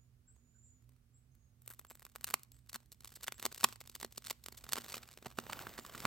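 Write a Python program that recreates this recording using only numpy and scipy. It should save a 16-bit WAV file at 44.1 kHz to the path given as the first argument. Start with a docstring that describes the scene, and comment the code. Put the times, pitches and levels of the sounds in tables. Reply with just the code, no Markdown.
"""Paper burning on a board, outdoors.

A folded paper, held in metal tweezers, burns on a wooden board close to a phone's two microphone ports.
The charring sheet snaps in millisecond cracks over a fine sizzle that thickens as the flame spreads.
Small birds whistle in the distance, above a low machine hum and rumble."""
import sys
import numpy as np
from scipy import signal
from scipy.fft import rfft, irfft
from scipy.io import wavfile
from scipy.ndimage import uniform_filter1d

SR = 44100
rng = np.random.default_rng(int(sys.argv[2]) if len(sys.argv) > 2 else 0)


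def put_to_file(sound):
    """Save the sound as 16-bit audio at rate SR, in the file named by the first command-line argument."""
    columns = np.atleast_2d(sound).T  # one column per channel
    safe = np.clip(columns, -1, 1)
    whole_steps = np.round(safe * 32767)
    wavfile.write(sys.argv[1], SR, whole_steps.astype(np.int16))


N = 267246
TIME = np.arange(N) / SR
CATCH_S = 1.6  # the sheet starts to crackle

# The main snaps of the sheet. Each row: time in seconds, relative level in dB at 0.8-2.8 kHz,
# bass and treble in dB against that level, rough length in milliseconds.
CRACKS = [(0.365, -77, -2, -8, 2.2), (0.8933, -80, 6, 9, 1.2), (1.352, -85, -4, 10, 0.6),
          (1.6203, -80.5, 1, 13.5, 1), (1.6779, -55.5, -10, 6.5, 0.79), (1.7034, -59.5, -3, 6, 0.32),
          (1.7097, -55.5, -19, -5, 0.47), (1.7153, -57.5, -22, -2, 4.2), (1.7373, -65, -18, 5.5, 1),
          (1.7945, -57, -4, 6, 2.3), (1.8496, -56, -12, -5, 1.2), (1.906, -62, -2, 6.5, 0.46),
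          (1.9121, -50, -7, -10, 0.4), (1.954, -65.5, -3, 7, 0.49), (1.996, -67.5, -3, 7.5, 0.63),
          (2.0218, -57, -9, -7, 0.72), (2.0518, -59.5, -5, 8, 0.37), (2.066, -54.5, -16.5, -6, 0.29),
          (2.154, -59, -2, 0, 0.5), (2.1601, -46.5, -8, -2, 0.42), (2.2108, -61, -5, 5, 0.65),
          (2.2438, -44.5, -16, 9, 0.47), (2.274, -52, -16, 3.5, 2.1), (2.2809, -50.5, -14, 0, 0.4),
          (2.289, -49, -19.5, -3, 0.58), (2.3028, -53, -5.5, 5.5, 0.49), (2.309, -47.5, -13, -0.5, 0.6),
          (2.3238, -70, -19, -11, 0.63), (2.3409, -28, -13.5, -1.5, 1.05), (2.4336, -72.5, -16, 18.5, 0.91),
          (2.5193, -79.5, 2, 20.5, 1.3), (2.6957, -60.5, -18, 10.5, 3.5), (2.731, -59.5, -5, 10, 0.5),
          (2.7448, -47.5, -14, 3.5, 0.89), (2.748, -65.5, -14, 14, 0.78), (2.753, -46, -14, -3, 0.39),
          (2.759, -47, -8.5, 4, 1.1), (2.9193, -73.5, 5, 19.5, 0.58), (2.9261, -72.5, 4, 19, 4.2),
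          (3.0072, -71, -2, 15, 1.5), (3.0357, -70, -7, 2, 0.7), (3.0468, -56, -9, 8, 0.73),
          (3.076, -65, -6, 14.5, 2.5), (3.1588, -67.5, -17.5, 18.5, 7.2), (3.2335, -56.5, -3, 12, 3.4),
          (3.242, -52, -13, 8, 2.6), (3.2741, -55.5, -21, 7.5, 0.5), (3.2815, -34, -19, -4.5, 1.04),
          (3.2878, -58, 0, 2.5, 0.92), (3.3227, -45, -10, 0.5, 0.74), (3.398, -54, -6, 5.5, 0.89),
          (3.4272, -46, -7, 3, 0.44), (3.4542, -41, 3, 9.5, 0.73), (3.463, -40, 3, 5, 0.69),
          (3.5181, -55, -8, 0, 4.2), (3.5257, -59, 2.5, 10, 1.5), (3.5466, -61, -16.5, 14, 0.29),
          (3.5791, -57.5, -6, 10.5, 2.7), (3.6102, -48.5, -17.5, 2.5, 1.4), (3.633, -40, -6, -3, 0.8),
          (3.6413, -38.5, -1.5, 11.5, 0.37), (3.6441, -21.5, -14, -0.5, 1.8), (3.7262, -54, -11, 2.5, 0.4),
          (3.759, -62, -6, 7, 0.87), (3.8057, -62.5, -8.5, 11.5, 1.3), (3.813, -52.5, -6, 0, 1.7),
          (3.875, -63.5, -7, 10.5, 1), (3.8977, -66.5, 5, 16.5, 0.77), (3.953, -52.5, -12, 8.5, 2.4),
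          (3.9613, -57, -6.5, 3, 0.63), (4.001, -61.5, -1, 11, 0.66), (4.0132, -53.5, -5, 5, 0.83),
          (4.0298, -45, -3, 2.5, 0.6), (4.0477, -47.5, 8, 5, 0.98), (4.1248, -68.5, 0, 14, 0.4),
          (4.1762, -65, -12, 17, 1.7), (4.1795, -55, 10, 13.5, 1.7), (4.2438, -60, -23, 6, 0.93),
          (4.25, -60.5, -24, 9, 0.93), (4.2638, -61, -12, 12, 0.61), (4.27, -52.5, -28.5, 9, 0.54),
          (4.2826, -59.5, -3, 7, 0.5), (4.2999, -49, -14, 7.5, 0.16), (4.3067, -45.5, -18, 5.5, 1.2),
          (4.3102, -42, -1, 4, 0.96), (4.4403, -70, -6, 18, 1.6), (4.4619, -51.5, -7, 6, 0.33),
          (4.4851, -51, -0.5, 3.5, 0.24), (4.5241, -63, 7.5, 10, 2.6), (4.5764, -66, -1, 17, 7.5),
          (4.6413, -56.5, -2, 6.5, 2.4), (4.6671, -56, -7, -7, 0.79), (4.6916, -50, -7.5, 3.5, 1.2),
          (4.723, -43.5, -11, 4.5, 0.89), (4.7332, -38, -8.5, 8.5, 0.29), (4.7574, -44, -5, 0.5, 0.24),
          (4.7684, -42.5, -8, -4, 2.4), (4.7774, -43, -3, -4, 3.1), (4.7833, -43.5, -0.5, 1.5, 2.1),
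          (4.913, -61, -17, -1.5, 2.4), (4.9431, -40, -10.5, -1.5, 1.9), (4.9525, -53, -23, -0.5, 1.2),
          (4.9693, -53.5, 5, 5.5, 2.9), (4.98, -52, -11, 3.5, 1.7), (5.032, -52.5, -15, 0, 3.9),
          (5.089, -56, -17, -1.5, 0.6), (5.1135, -63.5, -7, 4.5, 0.85), (5.1752, -55.5, 0, 1.5, 0.67),
          (5.2267, -59, 6.5, 0.5, 2.6), (5.248, -65, 8, 4, 0.52), (5.2605, -43, -1, -7, 2.4),
          (5.2673, -49.5, 10, -1.5, 2.1), (5.3876, -34, -0.5, -8, 1.48), (5.3998, -71, 3, 20, 1.6),
          (5.467, -49, -2.5, -10.5, 1.07), (5.499, -40.5, -5.5, -9, 3.4), (5.526, -46, -7.5, -4.5, 1.2),
          (5.5316, -36, -17, -7, 1.1), (5.592, -42.5, -23, -9, 1.1), (5.6697, -39, -10.5, -21.5, 0.71),
          (5.7806, -44, -12, -5, 3.7), (5.7896, -47.5, 4.5, -4, 1.0), (5.8504, -48.5, -8, -7, 1.8),
          (5.95, -41.5, -11, -15.5, 2.3), (5.9737, -62, 7, -12, 1.6), (6.0037, -52, 1, 5, 0.33),
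          (6.0532, -26.5, -6, -10.5, 0.26)]
# How hard the edge burns. Each row: time in seconds, relative level in dB.
BURN = [(1.55, -88.0), (1.67, -70.0), (2.12, -74.0), (2.36, -61.0), (2.51, -81.0), (2.538, -68.5),
        (2.658, -80.0), (2.748, -64.5), (2.872, -80.0), (3.17, -63.0), (3.35, -67.0), (3.44, -53.0),
        (3.529, -65.0), (3.71, -53.0), (3.77, -71.5), (4.04, -62.0), (4.071, -72.0), (4.28, -60.0),
        (4.4, -71.0), (4.94, -51.0), (5.0, -67.0), (6.03, -56.0)]
# How high the flame flares. Each row: time in seconds, relative level in dB.
FLARE = [(4.401, -84), (4.761, -64.5), (4.849, -67), (4.939, -62), (5.179, -79.5), (5.271, -69),
         (5.359, -78), (5.39, -63.5), (5.6, -53), (5.839, -65.5), (6.03, -55)]


def undb(db):
    return 10 ** (np.asarray(db) / 20)


def unit(x):
    return x / np.sqrt(np.mean(x ** 2) + 1e-30)


def on_log(hz, table, column=1):
    """One column of a table, read along a logarithmic frequency axis."""
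    table = np.array(table, float)
    return np.interp(np.log(hz + 1), np.log(table[:, 0]), table[:, column])


def level_db(curve):
    """A level curve at every sample; silent before it starts."""
    return np.interp(TIME, *np.transpose(curve), left=-120)


def colour(x, table):
    """Filter by a curve of (Hz, dB) points, at unit level."""
    return unit(irfft(rfft(x) * undb(on_log(np.fft.rfftfreq(N, 1 / SR), table)), N))


def walk(rate_hz):
    """Smooth random drift with a spread near 1."""
    hold = int(SR / rate_hz)
    steps = np.repeat(rng.standard_normal(N // hold + 1), hold)
    return unit(uniform_filter1d(steps, hold)[:N])


def add(out, x, start_s):
    """Mix a stereo sound in at its time."""
    i = int(round(start_s * SR))
    a, b = max(i, 0), min(i + x.shape[1], N)
    if b > a:
        out[:, a:b] += x[:, a - i:b - i]


def panned(x, pan_db):
    return x * undb(np.array([[pan_db], [-pan_db]]) / 2)


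def ports(x):
    """Sound reaches the two microphone ports with unequal level and phase."""
    # Each row: frequency in Hz, left minus right in dB, left's phase lead in radians.
    response = [(100, -9, 0), (250, -6, 0), (450, -3.5, 0), (1900, -2.7, .1), (5000, -1.5, .45),
                (8300, -2.5, 1.2), (10100, 1, 1.9), (11500, 1.3, 1.7), (14000, .5, 2.0), (16000, 4, 2.2)]
    hz = np.fft.rfftfreq(N, 1 / SR)
    sides = np.array([[.5], [-.5]])
    gain = undb(sides * on_log(hz, response))
    gain /= np.sqrt(np.mean(gain ** 2, axis=0))
    return irfft(rfft(x) * gain * np.exp(1j * sides * on_log(hz, response, column=2)), N)


def echoes(x, t60, dull_hz, delay_s):
    """Diffuse reflections, different at each port."""
    t = TIME[:SR]
    tail = rng.standard_normal((2, SR)) * np.exp(-np.log(1000) * t / t60) * (t > delay_s)
    tail = signal.lfilter(*signal.butter(1, dull_hz, fs=SR), tail)
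    tail /= np.sqrt(np.sum(tail ** 2, axis=1, keepdims=True))
    return signal.fftconvolve(x.mean(0)[None], tail, axes=1)[:, :N]


def outdoors(air_db=-69.5, split_hz=380, waver_db=3):
    """A distant machine hums in a rumble shared by both ports; the faint hiss above is diffuse."""
    # The outdoor air. Each row: frequency in Hz, relative level in dB.
    air = [(15, -81), (25, -26), (40, -12), (64, -2), (206, -19), (242, -22), (373, -27), (451, -28),
           (489, -32), (624, -33), (962, -37.5), (1040, -38), (1130, -35.5), (3520, -42), (16000, -43.5)]
    # The machine's tones. Each row: frequency in Hz, level in dB.
    tones = [(59.3, -74.5), (119, -70), (237, -80)]
    low, high = (signal.butter(2, split_hz, kind, fs=SR, output="sos") for kind in ("low", "high"))
    rumble = signal.sosfilt(low, colour(rng.standard_normal(N), air)) * undb(air_db + 0.86 * walk(0.79))
    hiss = signal.sosfilt(high, colour(rng.standard_normal((2, N)), air)) * undb(air_db)
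    hum = np.zeros(N)
    for hz, db in tones:
        tone = np.sin(2 * np.pi * hz * TIME + 2.43 * walk(13))
        hum += unit(tone * undb(waver_db * walk(17))) * undb(db)
    return ports(rumble + hum) + panned(hiss, pan_db=-2.5)


def birds(direct_db=-5, wet_db=-5.5, flutter_db=3.5, arch_hz_per_s=1100):
    """Three distant birds call in thin whistles, smeared by the surroundings."""
    # Rising chirps. Each row: start in seconds, end pitch in Hz, relative level in dB.
    chirps = [(.26, 8550, -69), (.62, 7950, -71), (1.125, 8450, -74), (1.865, 8600, -69), (2.51, 8900, -73),
              (3.325, 8500, -69)]
    # Arching whistles. Each row: start and length in seconds, top pitch in Hz, relative level in dB.
    whistles = [(-.2, 0.24, 7010, -82), (0.342, 0.45, 7110, -77), (1.298, .22, 6630, -88),
                (5.765, 0.096, 7220, -70.5)]
    # Short falling peeps. Each row: start in seconds, relative level in dB.
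    peeps = [(.268, -81), (.535, -80)]
    out = np.zeros((2, N))
    waver, flutter = walk(400), walk(70)

    def call(start_s, sweep_hz, db, length_s, pan_db):
        """Glide through a start, middle and end pitch."""
        u = np.linspace(0, 1, int(length_s * SR))
        hz = np.polyval(np.polyfit([0, .5, 1], sweep_hz, 2), u)
        hz *= 1 + .009 * waver[:len(u)]  # a quick tremble gives a slight rasp
        swell = np.sqrt(np.abs(np.sin(np.pi * u ** 1.7))) * undb(flutter_db * flutter[:len(u)])
        tone = unit(swell * np.sin(2 * np.pi * np.cumsum(hz) / SR))
        add(out, panned(tone * undb(db), pan_db), start_s)

    for s, end_hz, db in chirps:
        call(s, np.geomspace(7200, end_hz, 3), db, length_s=.075, pan_db=-2)
    for s, length_s, top_hz, db in whistles:
        call(s, top_hz - arch_hz_per_s * length_s * np.array([1, 0, .5]), db, length_s, pan_db=-17)
    for s, db in peeps:
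        call(s, (1700, 1620, 1430), db, length_s=.022, pan_db=-2)
    return undb(direct_db) * out + undb(wet_db) * echoes(out, t60=.25, dull_hz=12000, delay_s=.006)


def snap(band_db, length_ms, size, kick=1.42, shiver_db=-22):
    """One fracture: fibres start to give, part with a pressure kick, and the sheet shivers briefly."""
    # The colour of the sheet. Each row: frequency in Hz, relative level in dB.
    paper = [(30, -33), (120, -8), (230, 1.5), (310, -5), (480, 0.5), (750, 0), (1200, 5.5), (2100, 2),
             (3100, 0), (4300, 2), (6000, -1.5), (8300, 5), (9900, -3.5), (12000, 6.5), (16000, 1.5)]
    # The edges in Hz of four bands: bass, middle, presence and top octave.
    edges_hz = [150, 800, 2800, 8000, 16000]
    ms = (np.arange(size) - size // 4) / SR * 1000
    apart_ms = np.abs(ms)
    hz = np.fft.rfftfreq(size, 1 / SR)
    polarity, height, side, pan = rng.uniform(-1, 1, 4)
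    fibres, sheet = rng.standard_normal((2, size))
    burst = fibres * np.exp(-apart_ms / (max(length_ms, .1) * np.where(ms < 0, 0.62, 0.96)))
    shiver = sheet * undb(shiver_db) * np.exp(-apart_ms / np.where(ms < 0, 2.5, 4.2))
    # a sharp push followed by a slower suction
    push = (ms >= 0) * (np.exp(-apart_ms / 0.26) - 0.46 * np.exp(-apart_ms / 0.5))
    spectrum = rfft(burst + shiver + kick * push * np.sign(polarity))
    # char is too damped to ring: the burst is spread evenly and takes the colour of the sheet
    spectrum *= undb(on_log(hz, paper)) / np.sqrt(uniform_filter1d(np.abs(spectrum) ** 2, size=45))
    # a bounce off the board, later for higher places on the sheet, combs each snap differently
    bounce_s = 0.565e-3 * 2 ** height
    spectrum *= 1 + .2 * np.sign(pan) * np.exp(-2j * np.pi * hz * bounce_s)
    # each fragment radiates its own share of every band, taken over 4 ms
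    power = np.add.reduceat(np.abs(spectrum) ** 2, np.searchsorted(hz, edges_hz))[:-1]
    gain_db = band_db - 10 * np.log10(2 * power / size / (.004 * SR))
    centres_hz = np.sqrt(np.multiply(edges_hz[1:], edges_hz[:-1]))
    spectrum *= undb(on_log(hz, np.column_stack([centres_hz, gain_db])))
    # its place also shifts level and arrival time between the ports
    lead_s = 8e-6 * side * np.array([[.5], [-.5]])
    return panned(irfft(spectrum * np.exp(2j * np.pi * hz * lead_s)), 1.8 * pan)


def cracks(rows, edge_db=12.5, edge_fade_s=0.41, char_db=2.5, dulling_db_per_s=1.5, size=1024):
    """A snap for each row: the thin first edge is brightest, and the char dulls as it thickens."""
    out = np.zeros((2, N))
    for s, db, bass_db, treble_db, length_ms in rows:
        age_s = s - CATCH_S
        # top octave over the presence band
        tilt_db = edge_db * np.exp(-abs(age_s) / edge_fade_s) + char_db
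        tilt_db -= dulling_db_per_s * max(age_s, 0)
        band_db = db + np.array([bass_db, 0, treble_db - tilt_db / 2, treble_db + tilt_db / 2])
        add(out, snap(band_db, length_ms, size), s - size // 4 / SR)
    return out


def board(snaps):
    """The board under the paper hums for a moment after each snap."""
    # Its low resonances. Each row: frequency in Hz, seconds to fall by 60 dB, gain in dB.
    modes = [(128, 0.21, 3.5), (234.5, 0.23, 2), (375, .05, -4)]
    t = TIME[:SR // 2]
    ring = np.zeros(len(t))
    for hz, t60, db in modes:
        damping = np.log(1000) / t60
        ring += undb(db) * 2 * damping / SR * np.exp(-damping * t) * np.cos(2 * np.pi * hz * t)
    return signal.fftconvolve(snaps, ring[None], axes=1)[:, :N]


def smoulder(span_s=(.8, .99), base_db=-85, spread_db=3, count=6):
    """A short run of faint ticks from the glowing edge before it catches."""
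    when, size = rng.random((count, 2)).T
    times = np.interp(np.arange(count) + when, [0, count], span_s)
    levels_db = base_db + spread_db * (2 * size - 1)
    return cracks((s, db, -7, 3, 2.5) for s, db in zip(times, levels_db))


def ticks(under_db=-10.5, spread_db=3.5, cluster_s=.007, count=80):
    """Single fibres part shortly before and after the snaps, as the strain in the sheet shifts."""
    size, bright, slow, delay = rng.standard_normal((count, 4)).T
    snaps = np.array(CRACKS)[rng.integers(len(CRACKS), size=count)]
    times = snaps[:, 0] + cluster_s * delay
    db = np.minimum(snaps[:, 1], -52) + under_db + spread_db * np.minimum(size, 1.5)
    bass_db, treble_db = -8 - 2 * bright, 4 + 2.6 * bright
    length_ms = 0.4 * np.exp(.5 * slow)
    return cracks(zip(times, db, bass_db, treble_db, length_ms))


def grains(per_s, smear_ms, smear):
    """Dense tiny pops of uneven size, each with a short rustle after it."""
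    pops = (rng.random(N) < per_s / SR) * undb(3.2 * np.minimum(rng.exponential(size=N), 3))
    fade = np.exp(-1000 / (smear_ms * SR))
    rustle = np.sqrt(signal.lfilter([1], [1, -fade], pops ** 2)) * rng.standard_normal(N)
    return unit(pops * rng.choice([-1, 1], N)) + smear * unit(rustle)


def flame(sizzle_db=-8, spit_db=-6, flutter_db=-9, flutter_hz=(45, 180)):
    """The char fizzes, harder under the flaring flame, which rustles and flutters in the bass."""
    # The colours of flame and char. Each row: frequency in Hz, relative level in dB.
    rustle_colour = [(40, -15.5), (110, 2), (250, -4), (700, -4.5), (1300, -6.5), (2000, -12),
                     (3200, -15.5), (6500, -20.5), (10000, -29), (15000, -16)]
    sizzle_colour = [(300, 3.5), (1200, -5.5), (3000, 0.5), (4300, -1.5), (6000, -3.5), (8300, 3.5),
                     (9900, -15), (12000, 2.5), (15500, 2), (17000, -6)]
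    flare = undb(level_db(FLARE))
    rustle = colour(grains(per_s=700, smear_ms=1.4, smear=2.2), rustle_colour)
    bass_band = signal.butter(2, flutter_hz, "band", fs=SR, output="sos")
    flutter = unit(signal.sosfilt(bass_band, rng.standard_normal(N)))
    heat = np.hypot(undb(level_db(BURN) + sizzle_db), flare * undb(spit_db))
    sizzle = colour(grains(per_s=750, smear_ms=1.3, smear=1.7), sizzle_colour)
    return flare * (rustle + undb(flutter_db) * flutter) + heat * sizzle


def crackle(base_db=-66.5, follow=0.83, crowding=.75, flame_dulls_db=8, thinning=0.6, count=230):
    """Small fractures come thicker and stronger with the heat."""
    when, size, low, bright, slow = rng.random((count, 5)).T
    edge, blaze = undb(level_db(BURN)), undb(level_db(FLARE) + 1)
    heat = np.hypot(edge, blaze)
    chances = np.cumsum(heat ** crowding * (TIME > CATCH_S))
    times = np.interp(when, chances / chances[-1], TIME)
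    size_db = 10 * size ** 1.5 - 3
    heat_db = 20 * np.log10(np.interp(times, TIME, heat)) + 60
    db = base_db + follow * heat_db + size_db
    bass_db = -6 + 14 * (low - .5)
    # the smallest sound thinnest, those in the flame dullest
    flame_share = np.interp(times, TIME, blaze / heat) ** 2
    treble_db = 5 - thinning * size_db - flame_dulls_db * flame_share + 12 * (bright - .5)
    length_ms = 0.52 * 6 ** slow
    return cracks(zip(times, db, bass_db, treble_db, length_ms))


def gas(gain_db=-5):
    """Hot gas spits out of the char while the flame is up, hissing at the very top."""
    # The colour of the hiss. Each row: frequency in Hz, relative level in dB.
    hiss_colour = [(300, -35), (3000, -10.5), (6000, -25), (10000, -22), (12500, -4.5), (15600, 1),
                   (16500, -20)]
    hiss = colour(grains(per_s=720, smear_ms=0.8, smear=.9), hiss_colour)
    return undb(level_db(FLARE) + gain_db) * hiss


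def scene(crack_db=-0.5, near_db=-18, far_db=-28, far_cut_hz=500):
    """The fire up close, quick reflections from things around it, and the thin echo of the yard."""
    snaps = undb(crack_db) * cracks(CRACKS)
    fire = snaps + smoulder() + crackle() + ticks() + flame() + gas()
    near = undb(near_db) * echoes(fire, t60=0.029, dull_hz=11700, delay_s=0.00081)
    far = undb(far_db) * echoes(fire, t60=0.31, dull_hz=6000, delay_s=0.0057)
    far = signal.lfilter(*signal.butter(1, far_cut_hz, "high", fs=SR), far)
    return ports(fire + board(snaps)) + near + far + birds() + outdoors()


def record(dry):
    """The phone cuts steeply above 16.25 kHz."""
    return signal.sosfiltfilt(signal.ellip(8, .05, 50, 16250, fs=SR, output="sos"), dry)


dry = scene()
out = record(dry)
put_to_file(out)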